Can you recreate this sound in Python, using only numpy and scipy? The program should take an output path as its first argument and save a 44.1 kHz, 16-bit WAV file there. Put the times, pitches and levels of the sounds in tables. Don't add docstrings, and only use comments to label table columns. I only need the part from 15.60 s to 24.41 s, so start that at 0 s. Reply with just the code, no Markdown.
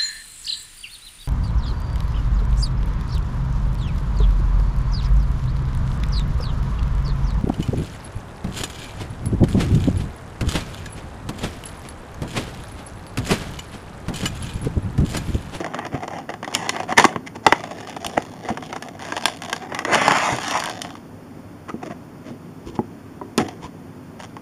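import sys
import numpy as np
from scipy import signal
from scipy.fft import rfft, irfft
from scipy.io import wavfile
from scipy.ndimage import uniform_filter1d

SR = 44100
rng = np.random.default_rng(int(sys.argv[2]) if len(sys.argv) > 2 else 0)


def dump_mix(stems):
    frames = np.atleast_2d(stems).T
    limited = np.clip(frames, -1, 1)
    pcm = np.round(limited * 32767).astype(np.int16)
    wavfile.write(sys.argv[1], SR, pcm)


N = 388521
TIME = np.arange(N) / SR
ATTACK_S = 0.01
SLOW_DB, FREE_DB = -36, -19.5

# (frequency [Hz], level [dB])
SHEET_LOW = [(25, -37), (50, -24), (90, -4.5), (170, 0), (330, 7.5), (470, 2.5), (700, -46.5)]
SHEET_MIDDLE = [(60, -45), (250, -25.5), (520, -5.5), (740, 4), (1120, 4), (1430, -6), (1660, -2),
                (2020, -2), (2300, -10.5), (3100, -13.5), (5000, -50)]
SHEET_TREBLE = [(1200, -33), (2300, -1), (2900, 3.5), (3500, 3.5), (4700, -3), (5600, -1), (7000, -3),
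                (8400, -11), (9500, -10), (11500, -20.5), (13000, -29.5), (15300, -42)]


def undb(db):
    return 10 ** (np.asarray(db) / 20)


def unit(x, span=None):
    head = x if span is None else x[:int(span * SR)]
    return x / np.sqrt(np.mean(head ** 2) + 1e-18)


def add(track, at, x):
    i = max(int(at * SR), 0)
    track[i:i + len(x)] += x[:max(N - i, 0)]


def response(points, size=4096):
    hz, db = np.transpose(points)
    grid = np.maximum(np.fft.rfftfreq(size, 1 / SR), 1)
    level_db = np.interp(np.log(grid), np.log(hz), db)
    cepstrum = irfft(np.log(undb(level_db)))
    cepstrum[1:size // 2] *= 2
    cepstrum[size // 2 + 1:] = 0
    return irfft(np.exp(rfft(cepstrum)))[:size // 2]


def through(x, h):
    return signal.fftconvolve(x, h)[:len(x)]


def highpass(x, hz):
    return signal.sosfilt(signal.butter(2, hz, "high", fs=SR, output="sos"), x)


def fade(t, t60):
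    return np.exp(-np.log(1000) * t / max(t60, 1e-3))


def mode(t, hz, t60):
    return np.sin(2 * np.pi * hz * t) * fade(t, t60)


def burst(t, t60, spike):
    x = rng.standard_normal(len(t)) * fade(t, t60)
    x[0] += spike * np.sqrt(np.sum(x ** 2))
    return x


def grains(n, rate, spread_db):
    hit = rng.random(n) < rate / SR
    scatter = np.clip(rng.standard_normal(n), -2, 2)
    sizes = undb(spread_db * scatter) * rng.choice([-1, 1], n)
    return unit(hit * sizes / np.sqrt(rate))


SHEET = [response(points) for points in (SHEET_LOW, SHEET_MIDDLE, SHEET_TREBLE)]


def fan():
    # (frequency [Hz], relative level [dB per Hz])
    fan_spectrum = [(20, -24), (70, -16), (100, -1.5), (130, -8.5), (165, -1), (200, -7.5), (250, -0.5),
                    (330, -8.5), (500, -15.5), (1000, -20), (2000, -29.5), (3200, -36.5), (7000, -40),
                    (15000, -45)]
    murmur = through(rng.standard_normal(N), response(fan_spectrum, size=8192))
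    return undb(-38.5) * unit(murmur)


def drag():
    # (start [s], time to release [s], level [dB], treble re level [dB])
    pulls = [(0.0, 0.12, -36, -19.5), (0.127, 0.12, -33.5, -24), (0.359, .09, -40.5, -13.5),
             (0.496, .085, -33, -17), (0.674, .07, -40, -22), (0.866, 0.041, -34.5, -11.5),
             (0.938, 0.13, -30, -10.5), (1.121, 0.096, -31.5, -12), (1.368, 0.079, -27, -14),
             (1.48, 0.065, -37.5, -22), (1.823, 0.29, -36.5, -11.5), (2.115, 0.24, -38.5, -8.5),
             (2.401, 0.22, -38.5, -7.5), (2.64, 0.21, -45.5, -8), (2.818, 0.13, -40.5, -8.5),
             (3.003, .04, -40, -3.5), (3.086, 0.085, -41, -11), (3.214, 0.12, -44.5, -10),
             (3.409, 0.17, -37.5, -7.5), (3.615, 0.14, -39.5, -2), (3.801, 0.17, -40, -8),
             (4.0, 0.12, -37, -17.5), (4.105, 0.12, -34, -17), (7.8, 0.12, -40, -9.5),
             (8.587, 0.056, -39, -4)]
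    # (time [s], level [dB], treble re level [dB])
    slide = [(4.255, -32.5, -15), (4.33, -18.5, -7.5), (4.39, -21.5, -10), (4.52, -19, -9.5),
             (4.728, -21, -7.5), (4.774, -33.5, -4), (4.879, -26, -3.5), (4.979, -25, -6.5),
             (5.03, -35.5, -1), (5.2, -40.5, -4.5), (5.48, -53.5, -7)]
    attack_s, release_t60_s = 0.018, 0.2

    s, slide_db, slide_bright_db = np.transpose(slide)
    sliding = (TIME >= s[0]) * (TIME <= s[-1])
    middle = undb(np.interp(TIME, s, slide_db)) * sliding
    treble = middle * undb(np.interp(TIME, s, slide_bright_db))
    t = TIME[:SR]
    for start, length, pull_db, pull_bright_db in pulls:
        build = np.minimum(t / attack_s, 1)
        release = fade(np.maximum(t - length, 0), release_t60_s)
        pull = undb(pull_db) * build * release
        add(middle, start, pull)
        add(treble, start, pull * undb(pull_bright_db))
    middle_db, treble_db = 20 * np.log10(np.array([middle, treble]) + 1e-9)
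    return middle_db, treble_db - middle_db


def speed_of(level_db):
    return np.clip((level_db - SLOW_DB) / max(FREE_DB - SLOW_DB, 1), 0, 1)


def bending(x, t60, direct, count=90):
    out, step, t = np.zeros(N), N // count, TIME[:SR // 20]
    for start in range(-step, N, step):
        i = np.arange(max(start, 0), min(start + 2 * step, N))
        shape = burst(t, t60, direct)
        shape = shape / np.sqrt(np.sum(shape ** 2))
        part = x[i] * np.sin(np.pi * (i - start) / (2 * step))
        add(out, i[0] / SR, signal.fftconvolve(part, shape))
    return out


def rubbing(level_db, treble_db):
    slips_per_s, slip_growth = 500, 0.97
    catch_db, catch_easing = 3.5, 0.75
    corner_db = -11

    rate = np.clip(slips_per_s * undb(slip_growth * (level_db - SLOW_DB)), 170, 4000)
    speed = speed_of(level_db)
    holds = np.repeat(rng.standard_normal(N // 400 + 1), 400)
    catch = unit(uniform_filter1d(holds, 300))[:N]
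    slips = grains(N, rate, spread_db=3) * undb(catch_db * (0.5 - catch_easing * speed) * catch)

    body = bending(slips, t60=0.029, direct=0.91)
    skin = bending(slips, t60=0.009, direct=1.4)
    low, middle, treble = (unit(through(x, h)) for x, h in zip((body, body, skin), SHEET))
    t = TIME[:SR // 20]
    flex = unit(through(through(body, SHEET[1]), mode(t, hz=743, t60=0.011)))
    share = np.clip(0.54 * (1 - speed), 0, 1)
    middle = np.sqrt(1 - share) * middle + np.sqrt(share) * flex
    corners = unit(through(body, mode(t, hz=1930, t60=0.0025)))
    middle = unit(middle + undb(corner_db) * speed * corners)
    low_gain = undb(-5.5 - 6 * speed)
    return undb(level_db) * (low_gain * low + middle + undb(treble_db) * treble)


def snap(low_db, middle_db, treble_db, ring_hz, t60, ring_share, treble_t60):
    # (frequency [Hz], level [dB])
    edge_spectrum = [(4000, 2.5), (5600, -7), (7000, 2), (9000, 3), (12000, -3.5), (15300, -14.5)]
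    t = TIME[:SR // 12]
    decays = (1.72 * t60, t60, treble_t60)
    low, middle, treble = (unit(through(burst(t, decay, spike=0.5), h), ATTACK_S)
                           for h, decay in zip(SHEET, decays))
    facet = mode(t, ring_hz, 1.42 * t60) - 0.44 * mode(t, 0.784 * ring_hz, t60)
    facet = unit(facet, ATTACK_S)
    share = np.clip(ring_share, 0, 1)
    middle = unit(np.sqrt(1 - share) * middle + np.sqrt(share) * facet, ATTACK_S)
    edge_db = treble_db - 7.5 + np.clip(treble_db - middle_db, -15, 5)
    edge = unit(through(burst(t, 0.008, spike=0.51), response(edge_spectrum, size=512)), ATTACK_S)
    return undb(low_db) * low + undb(middle_db) * middle + undb(treble_db) * treble + undb(edge_db) * edge


def tick(level_db, bright_db, ring_hz):
    low_db = level_db - 15.5 - 0.48 * bright_db
    return snap(low_db, level_db, level_db + bright_db, ring_hz, t60=0.035, ring_share=0.35, treble_t60=0.023)


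def crackle(level_db, bright_db, count=170):
    handling_s, chance = 5.4, 0.7
    over_drag_db, spread_db = -0.5, 3
    treble_db, treble_spread_db = 2.5, 2.8
    facet_hz, facet_octaves = 856, 0.39

    out = np.zeros(N)
    timing = rng.random((count, 2))
    character = rng.standard_normal((count, 3))
    for k, ((when, luck), (size, bright, facet)) in enumerate(zip(timing, character)):
        at = handling_s * (k + when) / count
        i = int(at * SR)
        over_db = over_drag_db + spread_db * min(size, 1.5) - 4 * speed_of(level_db[i])
        crease_bright_db = bright_db[i] + treble_db + treble_spread_db * bright
        ring_hz = facet_hz * 2 ** (facet_octaves * facet)
        crease = tick(level_db[i] + over_db, crease_bright_db, ring_hz)
        add(out, at, (luck < chance) * crease)
    return out


def scuffs():
    # (middle [s], half-width to 1/e [s], low [dB], middle [dB], treble [dB], facet ring [Hz])
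    scrapes = [(0.009, 0.014, -24, -27.5, -38.5, 670), (0.345, 0.023, -30.5, -27, -45, 730),
               (0.945, 0.0068, -46, -31, -26, 2100), (1.308, 0.022, -38, -20.5, -36.5, 760),
               (1.382, 0.0094, -18, -5.5, -14.5, 1960), (1.409, 0.026, -23, -23, -23, 1150),
               (1.673, 0.0085, -62, -30.5, -35.5, 2020), (1.759, 0.0081, -30, -30.5, -39.5, 860),
               (2.577, 0.006, -17.5, -11.5, -30.5, 804), (2.896, 0.02, -39, -24.5, -42, 720),
               (4.961, 0.035, -50, -20, -41, 1050), (6.095, 0.01, -30, -27, -41.5, 1264),
               (6.233, 0.011, -29.5, -29, -44, 835), (6.265, 0.013, -30, -32, -44, 640),
               (6.313, 0.015, -32, -30, -48, 680), (6.687, 0.035, -37, -39, -49, 600),
               (7.083, 0.022, -69, -45, -44.5, 1040), (7.156, 0.013, -36, -40, -44, 980),
               (7.808, 0.016, -20.5, -20.5, -34, 764), (8.044, 0.025, -35.5, -34.5, -42.5, 1000)]
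    out = np.zeros(N)
    for at, length, *levels_db, ring_hz in scrapes:
        t = TIME[:int(5 * length * SR)]
        lead = min(2 * length, at)
        swell = np.exp(-np.abs((t - lead) / length) ** 2.46)
        slips = grains(len(t), 3000, 8.2) * swell
        low, middle, treble = (through(slips, h) for h in SHEET)
        facet = through(slips, mode(t, ring_hz, 0.021))
        middle = 0.55 * unit(middle) + unit(facet)
        scrape = sum(undb(db) * unit(part) for db, part in zip(levels_db, (low, middle, treble)))
        add(out, at - lead, scrape * np.sqrt(length * SR / len(t)))
    return out


def creases():
    # (time [s], level [dB], treble re level [dB], facet ring [Hz])
    ticks = [(0.0443, -25, -13, 710), (0.063, -27, -14, 650), (0.145, -25, -10.5, 600),
             (0.189, -24.5, -12, 846), (0.251, -29, -14, 737), (0.265, -32, -7, 1000),
             (0.433, -27, -16, 710), (0.479, -27.5, -10, 630), (0.586, -31, -12, 570),
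             (0.692, -26.5, -17, 730), (0.701, -28, -11.5, 700), (0.739, -29.5, -12, 730),
             (0.829, -27, -15.5, 730), (0.845, -29, -8.5, 1940), (0.8769, -26, -13, 790),
             (0.927, -30, -12, 690), (0.95, -22, 5, 2270), (1.093, -19, 0.5, 2000),
             (1.164, -24.5, -9.5, 910), (1.201, -22, -13.5, 750), (1.232, -31.5, -9, 980),
             (1.324, -19, -14, 715), (2.038, -28.5, -7.5, 765), (2.296, -38, 0, 740),
             (2.365, -27, -11.5, 770), (2.446, -26.5, -2.5, 736), (2.465, -30.5, 4, 800),
             (2.888, -24.5, -16, 770), (2.973, -26.5, -12.5, 744), (3.025, -31, -12, 764),
             (3.128, -26, -9, 756), (3.162, -26.5, -10, 774), (3.224, -31, -3.5, 1720),
             (3.2853, -36, -5, 714), (3.5219, -22, -11, 1630), (3.566, -22.5, -7, 730),
             (3.578, -27, -4.5, 726), (3.656, -17, 3, 1620), (3.682, -24, -5.5, 795),
             (3.82, -31.5, -2, 1680), (3.897, -31.5, -3, 1030), (3.929, -20, -3, 1620),
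             (3.9635, -32, -2, 745), (4.147, -26, -3.5, 2050), (4.19, -22.5, -5.5, 1930),
             (4.25, -20.5, -8.5, 1900), (4.346, -17, -3, 1140), (4.354, -15.5, -8, 860),
             (4.416, -19.5, -9, 730), (4.509, -13.5, -15, 1700), (4.785, -24.5, -9, 1180),
             (5.001, -29.5, 2, 870), (5.218, -41.5, 14, 710), (5.2475, -32, -6, 700),
             (5.305, -35.5, -8, 816), (5.353, -36.5, -10, 1195), (7.885, -34, -3, 940),
             (8.601, -34, -10, 730), (8.767, -33, -13.5, 1080)]
    # (time [s], low [dB], middle [dB], treble [dB], facet ring [Hz], middle t60 [s])
    pops = [(1.381, -20, -8, -12.5, 1780, 0.059), (1.397, -29, -9.5, -17.5, 1000, 0.042),
            (1.442, -22.5, -6, -21, 1133, 0.047), (1.451, -11.5, -11, -16.5, 1070, 0.019),
            (1.56, -22.5, -22, -46, 665, 0.026), (1.865, -16, -2, -14.5, 893, 0.03),
            (1.924, -17.5, -5.5, -25, 932, 0.024), (4.4805, -22.5, -8.5, -25, 895, 0.018),
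            (7.778, -18, -25, -21.5, 714, 0.026), (7.783, -22.5, -19, -25.5, 1320, 0.038)]
    # (start [s], end [s], slips [per s], mean middle [dB], mean treble [dB])
    judders = [(3.393, 3.515, 139, -39.5, -47), (3.611, 3.645, 68, -36, -38.5),
               (3.837, 3.865, 88, -36, -38), (5.024, 5.105, 81, -28, -40), (5.259, 5.3, 59, -43, -53),
               (8.624, 8.648, 110, -40, -44)]

    out = np.zeros(N)
    for at, *colour in ticks:
        add(out, at, tick(*colour))
    for at, *colour, t60 in pops:
        add(out, at, snap(*colour, t60=t60, ring_share=0.2, treble_t60=0.021))
    for start, end, rate, middle_db, treble_db in judders:
        for at in np.arange(start, end, 1 / rate):
            late, force_db = rng.standard_normal(2)
            slip = snap(middle_db - 18, middle_db, treble_db, 1580, t60=0.024, ring_share=0.09, treble_t60=0.011)
            add(out, at + 0.08 * late / rate, undb(force_db) * slip)
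    return out


def knocks():
    # (time [s], thud [dB], thud pitch [Hz], nominal thud t60 [s], clack [dB], clack pitch [Hz])
    landings = [(0.34, -20, 132, 0.049, -57, 800), (2.462, -31.5, 105, 0.06, -42, 800),
                (2.576, -27, 300, 0.048, -17, 720), (2.902, -21.5, 224, 0.082, -21, 740),
                (4.723, -21, 126, 0.11, -56, 800), (6.141, -22.5, 226, 0.055, -39, 702.4),
                (6.704, -27.5, 238, 0.095, -38, 706), (7.061, -33, 62, 0.18, -54, 910),
                (7.19, -13.5, 234.5, 0.045, -18, 837), (7.614, -30.5, 387, 0.12, -26, 970),
                (7.778, -18, 248, 0.18, -29, 810), (7.814, -28, 98, .25, -42, 910),
                (8.044, -32, 89, 0.084, -55, 800)]
    # (frequency [Hz], t60 before each knock damps it [s], level [dB])
    desk_modes = [(608, 0.12, 3), (762, 0.048, 6), (990, .12, -26), (1240, 0.14, -11), (1970, 0.06, -11)]

    out, t = np.zeros(N), TIME[:SR // 3]
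    tray = unit(sum(undb(db) * mode(t, hz, t60) for hz, t60, db in desk_modes), ATTACK_S)
    push = 1 - fade(t, 0.0038)
    for at, thud_db, hz, t60, clack_db, clack_hz in landings:
        boards = unit(through(burst(t, 1.7 * t60, spike=0.18), SHEET[0]), ATTACK_S)
        tone = unit(mode(t, hz, 1.05 * t60), ATTACK_S)
        thud = unit(tone + 0.54 * boards, ATTACK_S)
        ring = unit(mode(t, clack_hz, 0.032), ATTACK_S)
        clack = unit(ring + 0.78 * tray * fade(t, 1.3 * t60), ATTACK_S)
        add(out, at, push * (undb(thud_db) * thud + undb(clack_db) * clack))
    return out


def room(x, wet_db, t60, bright_db, bright_t60):
    t = TIME[:SR // 2]
    arrival = np.clip((t - 0.004) / 0.0086, 0, 1)
    tails = [rng.standard_normal(len(t)) * fade(t, decay) * arrival for decay in (t60, bright_t60)]
    near, late = (tail / np.sqrt(np.sum(tail ** 2)) for tail in tails)
    late = highpass(late, 3000)
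    colour = response([(100, 0), (800, -6), (2500, -5.0), (6000, -3.5), (11000, -1.5), (15000, -19)])
    echo = through(undb(wet_db) * near + undb(bright_db) * late, colour)
    return x + through(x, echo)


def scene():
    level_db, bright_db = drag()
    plastic = rubbing(level_db, bright_db) + crackle(level_db, bright_db) + scuffs() + creases()
    plastic = highpass(plastic, 70)
    desk = highpass(knocks(), 45)
    handling = room(plastic + desk, wet_db=-13.5, t60=0.17, bright_db=-17.5, bright_t60=0.27)
    return (handling + fan())[None]


def record(dry):
    # (frequency [Hz], width [Hz])
    notches = [(3935, 496), (6215, 130), (7870, 890), (12430, 820)]
    for hz, width in notches:
        dry = signal.lfilter(*signal.iirnotch(hz, hz / width, fs=SR), dry)
    dry = signal.sosfilt(signal.ellip(10, 0.2, 70, 15300, fs=SR, output="sos"), dry)
    clipped = dry / (1 + dry ** 8) ** (1 / 8)
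    return signal.sosfilt(signal.ellip(10, 0.2, 70, 16400, fs=SR, output="sos"), clipped)


dry = scene()
out = record(dry)
dump_mix(out)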